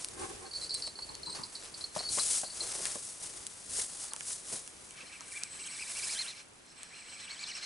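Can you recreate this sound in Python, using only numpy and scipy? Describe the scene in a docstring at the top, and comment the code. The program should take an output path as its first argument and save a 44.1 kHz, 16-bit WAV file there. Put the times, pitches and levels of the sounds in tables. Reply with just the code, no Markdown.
"""On a riverbank an angler treads through dry grass: stalks crunch, twigs snap, boots thud on the earth.
A small bite bell jingles on the rod as he picks it up; then he winds the reel, whose gears whirr in surges.
A hand and a sleeve brush softly close by, and light wind lies underneath.
Grass, earth and rubbing parts are coloured noise or tiny clicks; bell and gears are sums of sine waves."""
import sys
import numpy as np
from scipy import signal
from scipy.fft import rfft, irfft, next_fast_len
from scipy.io import wavfile
from scipy.ndimage import map_coordinates

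SR = 44100
rng = np.random.default_rng(int(sys.argv[2]) if len(sys.argv) > 2 else 0)


def inscribe(sig):
    """Save sig as 16-bit PCM at rate SR to the path in sys.argv[1].

    A 1-D sig is mono; a 2-D sig holds one channel per row.
    Samples are clipped to [-1, 1] before scaling.
    """
    pcm = np.round(np.clip(np.atleast_2d(sig).T, -1, 1) * 32767)
    wavfile.write(sys.argv[1], SR, pcm.astype(np.int16))


N = 337365  # length in samples

# Levels in the tables are relative: trims, fades and the left-right balance act on them later.


def amp(db):
    """Decibels to gain."""
    return 10 ** (np.asarray(db) / 20)


def unit(x):
    """x at rms 1."""
    return x / np.sqrt(np.mean(x ** 2) + 1e-20)


def along(points, hz):
    """(Hz, value) points read on a log frequency axis."""
    f, v = np.transpose(points)
    return np.interp(np.log(hz + 1), np.log(f + 1), v)


def curves(rows):
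    """One value per sample for each column after the time."""
    s, *cols = np.transpose(rows)
    return [np.interp(np.arange(N) / SR, s, c) for c in cols]


def wobble(rate):
    """A smooth random curve with the given number of knots a second."""
    knots = rng.standard_normal(int(N * rate / SR) + 4)
    return map_coordinates(knots, [np.arange(N) * rate / SR])


def filtered(x, response):
    """x times a complex response of frequency."""
    m = next_fast_len(x.shape[-1] + SR // 4)
    return irfft(rfft(x, m) * response(np.fft.rfftfreq(m, 1 / SR)), m)[..., :x.shape[-1]]


def coloured(x, spectrum):
    """x shaped by a (Hz, dB) spectrum, at rms 1."""
    return unit(filtered(x, lambda hz: amp(along(spectrum, hz))))


def ringing(peaks):
    """The frequency response of (Hz, width Hz, dB) resonances."""
    return lambda f: sum(amp(db) * 1j * f * w / (c * c - f * f + 1j * f * w) for c, w, db in peaks)


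def resonant(x, peaks):
    """x through resonances, at rms 1."""
    return unit(filtered(x, ringing(peaks)))


def grains(rate, spread_db):
    """Two unrelated trains of tiny clicks of uneven size, at a rate per second."""
    hit = rng.random((2, N)) < rate / SR
    size = amp(spread_db * np.minimum(rng.exponential(size=(2, N)), 4))
    return unit(hit * size * rng.choice([-1, 1], (2, N)))


def spread(pair, alike):
    """Two unrelated signals, used as middle and side, become left and right of a given likeness."""
    turn = lambda hz: np.arccos(np.clip(along(alike, hz), -1, 1)) / 2
    mid, side = filtered(pair, lambda hz: np.array([np.cos(turn(hz)), np.sin(turn(hz))]))
    return np.array([mid + side, mid - side])


def add(track, s, db, sound):
    """Put a sound into a track at a time and a peak level."""
    part = track[:, max(round(s * SR), 0):][:, :sound.shape[-1]]
    part += amp(db) * (sound / np.abs(sound).max(axis=-1, keepdims=True))[:, :part.shape[-1]]


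RISE_DB = 31  # how far a stroke climbs during its rise time


def stroke(s, rise, hold, release):
    """The dB envelope of one stroke: it swells up to s, holds and dies away."""
    t = np.arange(N) / SR - s
    swell = RISE_DB * np.minimum(t, 0) / max(rise, .005)
    fade = release * np.maximum(t - hold, 0)
    return np.maximum(swell - fade, -150)


SETTLE_DB_PER_S = 49


def strokes(rows, release, settle_db=-100):
    """The joint gain of (s, rise, hold, dB) strokes, each with a slower tail at settle_db below it."""
    power = np.zeros(N)
    for s, rise, hold, db in rows:
        tail = settle_db + stroke(s, rise, hold, SETTLE_DB_PER_S)
        level = np.maximum(stroke(s, rise, hold, release), tail)
        power += np.exp((db + level) * np.log(10) / 10)
    return np.sqrt(power)


# boots sweeping through and crushing the stalks:
# (time of full weight [s], rise [s], hold [s], crackle level [dB], crunch level [dB])
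GRASS_STEPS = [(0.01, 0.085, 0.016, -47, -50), (0.196, 0.061, 0.032, -47.5, -53.5),
               (0.626, 0.29, 0.013, -48, -49), (0.773, 0.032, 0.05, -49, -50.5),
               (1.354, 0.033, 0.0075, -59, -43), (1.544, 0.48, 0.018, -51, -53),
               (1.637, 0.11, 0.013, -54, -46.5), (1.806, 0.21, 0.032, -51, -51),
               (1.955, 0.027, 0.057, -48.5, -43.5), (2.127, 0.078, 0.25, -32, -48),
               (2.609, 0.29, 0.31, -41, -45.5), (2.996, 0.37, 0.11, -45, -79),
               (3.243, 0.14, 0.018, -42, -48), (3.347, 0.075, 0.031, -45.5, -50.5),
               (3.781, 0.21, 0.021, -33, -45), (4.004, 0.31, 0.041, -42.5, -50),
               (4.297, 0.22, .02, -38, -52), (4.525, 0.19, 0.012, -37.5, -45.5),
               (5.32, 0.23, 0.056, -46.5, -75), (5.94, 0.74, 0.29, -41.5, -50.5)]
# straw stirring underfoot between the steps: (time [s], crackle level [dB])
STRAW_STIR = [(0, -52.5), (1.1, -57.5), (1.9, -56.5), (3.5, -51.5), (4.6, -57), (4.9, -55), (5.7, -65),
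              (6.3, -56.5), (6.5, -66)]
# tone of the fine crackle: (frequency [Hz], level [dB])
STALK_TONE = [(1500, -18), (3000, -12), (4500, -6), (6000, -1.5), (7200, -0.5), (8300, 3), (10000, 3),
              (11200, -5.5)]
# tone of the coarser crunch: (frequency [Hz], level [dB])
CRUNCH_TONE = [(300, -3.5), (700, 1.5), (1200, 1.5), (2000, -1.5), (3200, -3), (5000, 3), (8000, -1.5)]
# tone of stiffer stems that crack singly: (frequency [Hz], level [dB])
STIFF_STEM_TONE = [(400, -32), (1000, 3), (2200, 5), (4000, -9), (9000, -5)]
STEMS_PER_S, STEMS_DB = 86, -17.5
STIR_CRUNCH_DB = -5  # crunch of the stirring straw against its crackle
# how fast a step lets go, and the level at which the stalks spring back after it
RELEASE_DB_PER_S, SETTLE_DB = 160, -17


def grass():
    """Many stalks break in clumps under each step: a fine bright crackle over a coarser crunch."""
    stir_db, = curves(STRAW_STIR)
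    crackle_rows = [(s, rise, hold, db) for s, rise, hold, db, _ in GRASS_STEPS]
    crunch_rows = [(s, rise, hold, db) for s, rise, hold, _, db in GRASS_STEPS]
    bright = np.hypot(amp(stir_db), strokes(crackle_rows, RELEASE_DB_PER_S, SETTLE_DB))
    coarse = np.hypot(amp(stir_db + STIR_CRUNCH_DB), strokes(crunch_rows, RELEASE_DB_PER_S, SETTLE_DB))
    rate = 5000 * np.sqrt(bright / amp(-48))  # more weight breaks more stalks
    fractures = grains(rate, spread_db=2.0) / np.sqrt(rate)
    clumps = amp(1.4 * wobble(110) + .8 * wobble(25))
    crackle = amp(2.1) * bright * coloured(fractures * clumps, STALK_TONE)
    crunch = amp(2.0) * coarse * coloured(grains(1100, spread_db=1.5) * clumps, CRUNCH_TONE)
    cracks = coloured(grains(STEMS_PER_S, spread_db=4.5), STIFF_STEM_TONE)
    stems = amp(STEMS_DB) * np.sqrt(bright * coarse) * cracks
    return crackle + crunch + stems


# soles scuffing the earth: (time of full weight [s], rise [s], hold [s], level [dB])
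SOLE_SCUFFS = [(2.62, 0.065, 0.008, -50.5), (2.76, 0.09, 0.019, -49.5), (4.52, 0.02, 0.012, -52.5)]
# tone of the scuffed earth: (frequency [Hz], level [dB])
EARTH_TONE = [(40, -60), (110, -13), (220, -39), (350, 8), (600, 6), (1050, -7), (1600, -23), (3500, -90)]
# dull knocks of boots on earth and sticks: (time [s], level [dB], pitch [Hz])
BOOT_THUDS = [(0.871, -40.5, 645), (0.988, -39.5, 990), (1.962, -26, 660), (1.963, -44.5, 170),
              (2.003, -34.5, 666), (2.106, -46, 160), (2.173, -31.5, 590), (2.183, -27, 1160),
              (2.432, -32.5, 617), (2.855, -32.5, 2000), (2.954, -35, 520), (3.784, -38.5, 506),
              (3.794, -36, 1900), (4.118, -39.5, 1040), (4.134, -39, 980), (4.162, -43, 1150),
              (4.206, -43, 1470), (4.523, -41.5, 615), (4.536, -43, 210), (5.03, -46, 396),
              (5.205, -39.5, 1180)]


def boots():
    """Soles scuff the ground as gritty noise, and each footfall gives a damped knock."""
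    scuff_gain = strokes(SOLE_SCUFFS, RELEASE_DB_PER_S)
    out = scuff_gain * coloured(grains(1800, spread_db=5.5), EARTH_TONE)
    t = np.arange(SR // 6) / SR
    # a short push and a fainter, longer one
    shape = (1 - np.exp(-t / .002)) * (amp(-60 * t / .035) + amp(-20 - 60 * t / .18))
    for s, db, hz in BOOT_THUDS:
        push = rng.standard_normal((2, len(t))) * shape
        knock = resonant(push, [(hz, 0.39 * hz, 0), (200, 120, -15)])
        dulled = filtered(knock, lambda f: 1 / (1 + 1j * f / (3 * hz)))
        add(out, s, db + 0.5, dulled)
    return out


# twigs snapping: (time [s], level [dB], pitch [Hz])
TWIG_SNAPS = [(0.0458, -25.5, 9350), (0.086, -35, 8100), (0.7428, -29.5, 8900), (0.747, -30.5, 8900),
              (0.8763, -36.5, 4530), (1.152, -37, 7040), (2.8545, -22, 8900), (3.467, -29, 8400),
              (3.473, -39, 9500), (4.1344, -28, 9200), (4.1629, -32, 9100), (4.2075, -33, 2410),
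              (4.6762, -36.5, 9300), (4.908, -43, 3000), (5.2075, -38, 6150), (5.435, -24.5, 6060),
              (6.8318, -37, 9400)]
TOP_HZ = 11150  # upper limit of the twigs and of the whole scene


def twigs():
    """A twig breaks in one sharp crack; splinters and the ground scatter a faint tail."""
    out, t = np.zeros((2, N)), np.arange(SR // 12) / SR
    for s, db, hz in TWIG_SNAPS:
        crack = rng.standard_normal((2, len(t))) * (amp(-60 * t / .004) + amp(-28 - 60 * t / .05))
        crack[0, 0] = 5  # the break itself, a single click in the middle
        wood = resonant(crack, [(hz, .18 * hz, 0), (5500, 5000, -9)])
        add(out, s + .0005, db + 10.5, filtered(wood, lambda f: f < TOP_HZ))
    return out


# strikes of the bell's pellet: (time [s], level [dB], strongest pitch [Hz], rattling time [s])
BELL_SHAKES = [(0.451, -42, 4360, 0.027), (0.51, -37, 4470, 0.0054), (.533, -31.5, 4360, 0.033),
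               (0.559, -33, 4500, 0.0079), (.611, -31, 4100, 0.042), (0.643, -31, 4470, .008),
               (.693, -29, 4700, 0.0074), (0.706, -26.5, 4330, 0.0069), (0.725, -32.5, 4470, .008),
               (0.744, -24, 4100, 0.018), (0.821, -24.5, 4690, .005), (0.832, -32, 4450, 0.023),
               (0.864, -30, 4040, 0.019), (0.953, -37, 4450, .004), (0.987, -33.5, 4320, .004),
               (1.021, -32.5, 4470, .004), (1.089, -36, 4160, 0.0076), (1.139, -39, 4350, 0.0094),
               (1.231, -31.5, 4305, .005), (1.259, -31.5, 4060, 0.019), (1.296, -30.5, 4060, 0.023),
               (1.32, -31, 4130, 0.018), (1.347, -35.5, 4440, .006), (1.433, -27.5, 4830, 0.0055),
               (1.551, -30, 4000, 0.0044), (1.74, -32, 4680, .006), (1.808, -32.5, 4030, .003),
               (1.839, -27, 4290, .005), (1.988, -27.5, 4180, 0.0084), (2.035, -33.5, 4460, 0.022),
               (2.086, -24.5, 4336, 0.004), (2.194, -23, 4000, 0.0085), (2.442, -36.5, 4670, 0.026),
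               (2.498, -33, 4630, 0.013), (2.604, -25.5, 4180, 0.0096), (4.107, -43, 4360, 0.0073)]
# the tones of the bell's shell: (frequency [Hz], level [dB], time to fade by 60 dB [s])
BELL_MODES = [(3950, -13.5, 0.072), (4100, -12, 0.097), (4250, 0.5, 0.034), (4490, -5, 0.12),
              (4757, -0.5, 0.015), (4970, -0.5, 0.016), (5280, 0.5, 0.011), (8180, -12, 0.044),
              (9060, -15, 0.052)]
FAVOUR_DB, FAVOUR_HZ = 13, 135  # how strongly and how widely the struck spot favours its modes
CONTACTS_PER_S = 480


def bell():
    """With each shake the pellet hits the shell, then rattles on ever more lightly."""
    out, t = np.zeros((2, N)), np.arange(SR // 5) / SR
    for s, db, pitch_hz, rattle in BELL_SHAKES:
        touching = rng.random(len(t)) < CONTACTS_PER_S / SR
        contacts = touching * rng.standard_normal(len(t)) * np.exp(-(t / rattle) ** 2)
        contacts[0] = 1.1  # the first hit
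        # the pellet rolls on and keeps the shell faintly ringing
        contacts += .022 * rng.standard_normal(len(t)) * np.exp(-t / .04)
        swing = t * (1 + .004 * rng.standard_normal())  # each shake is slightly off in pitch
        shell = 0
        for hz, level, t60 in BELL_MODES:
            # the struck spot favours the modes near one pitch and its octave
            distance_hz = min(abs(hz - pitch_hz), abs(hz / 2 - pitch_hz))
            favour_db = FAVOUR_DB * np.exp(-(distance_hz / FAVOUR_HZ) ** 2)
            # each mode radiates its own way: random phases in the two channels
            tone = np.sin(2 * np.pi * (hz * swing + rng.random((2, 1))))
            shell = shell + amp(level + favour_db - 60 * t / t60) * tone
        shell *= 1 - np.exp(-t / .001)
        add(out, s + .001, db, signal.fftconvolve(shell, contacts[None], axes=1)[:, :len(t)])
    return out


# surges of the gears, in two spells of winding: (time of crest [s], tooth rate [Hz], whine level [dB])
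GEAR_SURGES = [(4.9, 1000, -78), (5.015, 1320, -59), (5.08, 1550, -61), (5.14, 1310, -56),
               (5.237, 1480, -61), (5.297, 1570, -60), (5.372, 1190, -47), (5.42, 1180, -54),
               (5.555, 2090, -62), (5.608, 2870, -52), (5.666, 3350, -49), (5.729, 2750, -49),
               (5.818, 2600, -49), (5.895, 2800, -54), (5.98, 2700, -46), (6.045, 2650, -43),
               (6.117, 2600, -44), (6.207, 2110, -42), (6.298, 2020, -45), (6.39, 1300, -72),
               (6.7, 800, -80), (6.8, 1025, -65), (6.98, 1435, -56), (7.108, 1525, -58), (7.228, 1990, -53),
               (7.322, 2240, -48), (7.418, 2390, -46), (7.495, 2950, -43), (7.562, 2825, -47),
               (7.645, 2100, -46)]
# multiples of the tooth rate; alternate teeth mesh unevenly, which gives the half order:
# (multiple [x tooth rate], level [dB])
GEAR_MESH = [(1, -2), (1.5, -18.5), (2, -0.5), (3, -12)]
# the lowest partial weakens as the winding goes on: (time [s], level [dB])
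LOWEST_PARTIAL = [(5.85, 0), (6.3, -7)]
# how well the housing radiates the whine: (frequency [Hz], level [dB])
HOUSING_TONE = [(900, -22), (1600, 0), (5500, 0), (10000, 8)]
# resonances that flare up as the whine sweeps over them: (frequency [Hz], width [Hz], level [dB])
WHINE_FLARES = [(2330, 140, 8), (4170, 160, -1)]
# the rubbing parts: (time [s], body level [dB], spool level [dB], line roller level [dB])
RUBBING_LEVELS = [(4.92, -61, -85, -80), (4.98, -55, -56.5, -67), (5.22, -58.5, -62.5, -62),
                  (5.38, -56.5, -60, -55), (5.62, -52.5, -55, -46.5), (5.87, -52, -57, -51),
                  (6.2, -51, -48.5, -61), (6.42, -58, -57.5, -71), (6.47, -90, -80, -83),
                  (6.68, -74, -65.5, -72), (6.78, -58, -60, -58.5), (7.2, -53.5, -54.5, -53.5),
                  (7.65, -51, -46, -55)]
# resonances of body, spool and line roller, each: (frequency [Hz], width [Hz], level [dB])
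BODY_PEAKS = [(1250, 200, -3), (1650, 180, 1), (2310, 120, 6), (2600, 150, 0), (2960, 200, -4),
              (2040, 900, -3)]
SPOOL_PEAKS = [(4190, 50, 7.5), (4730, 150, -0.5), (5300, 210, 1), (5590, 190, -5), (6200, 210, -6)]
ROLLER_PEAKS = [(7830, 130, 4), (7900, 67, -3.5), (8260, 110, 2.5), (8880, 120, -6.5), (9300, 130, -7)]
# left-right likeness of the angler's sounds: (frequency [Hz], likeness [0 to 1])
ANGLER_ALIKE = [(150, 0.92), (1300, 0.35), (2500, 0.61), (5000, 0.94), (10000, 0.97)]
SAG_SHARE = .35  # share of their speed that the gears lose midway between two surges
WHINE_SAG_DB, RUB_SAG_DB = 5.5, 5  # how far whine and rubbing fade there


def reel():
    """Gears surge and sag, so their whine moves in arches; body, spool and line roller rub along."""
    crest_hz, whine_db = curves(GEAR_SURGES)
    turn, = curves([(row[0], k) for k, row in enumerate(GEAR_SURGES)])
    sag = np.abs(np.sin(np.pi * turn)) ** 3  # 0 at a crest, 1 midway between two
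    tooth_hz = crest_hz * (1 - SAG_SHARE * sag) * (1 + .024 * wobble(400))
    phase = 2 * np.pi * np.cumsum(tooth_hz) / SR
    lowest_db, = curves(LOWEST_PARTIAL)
    teeth = 0
    for k, db in GEAR_MESH:
        level_db = db + lowest_db * (k == 1) + 3.5 * wobble(300) + 3 * wobble(70)
        teeth = teeth + amp(level_db) * np.sin(k * phase + .55 * wobble(1100))
    surging = teeth * amp(whine_db - WHINE_SAG_DB * sag)
    whine = filtered(surging, lambda hz: amp(along(HOUSING_TONE, hz)) + ringing(WHINE_FLARES)(hz))

    body_db, spool_db, roller_db = curves(RUBBING_LEVELS)
    drag_db = lambda: 2 * wobble(40) - RUB_SAG_DB * sag
    body = amp(body_db + 1.5 + drag_db()) * resonant(grains(6500, spread_db=3.5), BODY_PEAKS)
    spool = amp(spool_db + 1.5 + drag_db()) * resonant(grains(6000, spread_db=1.5), SPOOL_PEAKS)
    roller = 0
    for hz, width, db in ROLLER_PEAKS:  # each resonance flutters on its own
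        rub = resonant(grains(4000, spread_db=-0.5), [(hz, width, 0)])
        roller = roller + amp(roller_db + db - 5 + drag_db()) * rub
    rubbing = spread(body + spool + roller, ANGLER_ALIKE)
    return (turn > 0) * (whine + rubbing)  # silent until the handle turns


# soft hollow rubs of a hand: (time [s], level [dB], pitch [Hz])
HAND_RUBS = [(1.084, -44.5, 870), (1.264, -42.5, 960), (1.384, -41, 950)]


def hand():
    """A shifting grip rubs a hollow housing: soft bursts of noise through two resonances, twice."""
    out, t = np.zeros((2, N)), np.arange(SR // 5) / SR
    for s, db, hz in HAND_RUBS:
        rub = rng.standard_normal((2, len(t))) * (1 - np.exp(-t / 0.0059)) * amp(-60 * t / 0.25)
        housing = [(hz, 220, 0), (220, 260, -2.5)]
        add(out, s, db + 4.0, resonant(resonant(rub, housing), housing))
    return out


# soft brushes of a sleeve: (time of full weight [s], rise [s], hold [s], level [dB])
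SLEEVE_BRUSHES = [(0.225, 0.15, 0.023, -39), (0.3, 0.057, .01, -46), (0.425, 0.17, 0.05, -49.5),
                  (1.36, 0.085, 0.016, -50.5)]
# the hollow that they sound: (frequency [Hz], width [Hz], level [dB])
HOLLOW_PEAKS = [(90, 93, -9), (361, 114, 1.5), (761, 56, -0.5), (1056, 45, -3), (1540, 50, -9),
                (2020, 77, -20)]
BRUSH_RELEASE_DB_PER_S = 383


def sleeve():
    """Cloth brushes by close at hand and sounds a small hollow: swelling noise through resonances."""
    cloth = resonant(rng.standard_normal((2, N)), HOLLOW_PEAKS)
    return strokes(SLEEVE_BRUSHES, BRUSH_RELEASE_DB_PER_S) * cloth


# the low rumble of the wind: (time [s], level [dB])
WIND_RUMBLE = [(0, -55), (1.1, -53.5), (1.3, -56), (1.55, -56), (3, -58), (7.65, -72)]
# tone of the rumble: (frequency [Hz], level [dB])
RUMBLE_TONE = [(20, -16), (50, 7), (100, 5), (180, -4), (400, 7), (1000, -7.5)]
# tone of the airy hiss: (frequency [Hz], level [dB])
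AIR_TONE = [(25, -13.5), (100, -9.5), (200, -5), (400, -7.5), (1000, -9.5), (2500, -12.5), (11000, -25.5)]


def breeze():
    """Light wind over open water and bare willows: noise as an unsteady rumble and a steadier hiss."""
    rumble_db, = curves(WIND_RUMBLE)
    rumble_gain = amp(rumble_db + 0.5 + 3.3 * wobble(8.6))
    rumble = rumble_gain * coloured(rng.standard_normal((2, N)), RUMBLE_TONE)
    hiss = amp(-57.5 + .5 * wobble(3)) * coloured(rng.standard_normal((2, N)), AIR_TONE)
    return rumble + hiss


# where the angler stands: (time [s], left minus right level [dB])
ANGLER_PLACE = [(0, .6), (.7, -1.2), (1.3, -.5), (2.2, 2.7), (2.7, 1.5), (3.3, 2.2), (4.3, 1.2), (6.2, -.4)]
# left-right likeness of wind, hand and sleeve: (frequency [Hz], likeness [0 to 1])
OPEN_AIR_ALIKE = [(40, 0.66), (100, 1), (250, 0.057), (1300, 0.0093), (5000, 0.03)]


def scene():
    """The angler's sounds move with him; wind, hand and sleeve lie all around."""
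    side_db, = curves(ANGLER_PLACE)
    angler = spread(grass() + boots() + twigs() + bell(), ANGLER_ALIKE) + reel()
    around = spread(breeze() + hand() + sleeve(), OPEN_AIR_ALIKE)
    return angler * amp([side_db / 2, -side_db / 2]) + around


def record(dry):
    """A very steep low-pass removes what lies above TOP_HZ."""
    return filtered(dry, lambda hz: 1 / np.sqrt(1 + (hz / TOP_HZ) ** 300))


dry = scene()
out = record(dry)
inscribe(out)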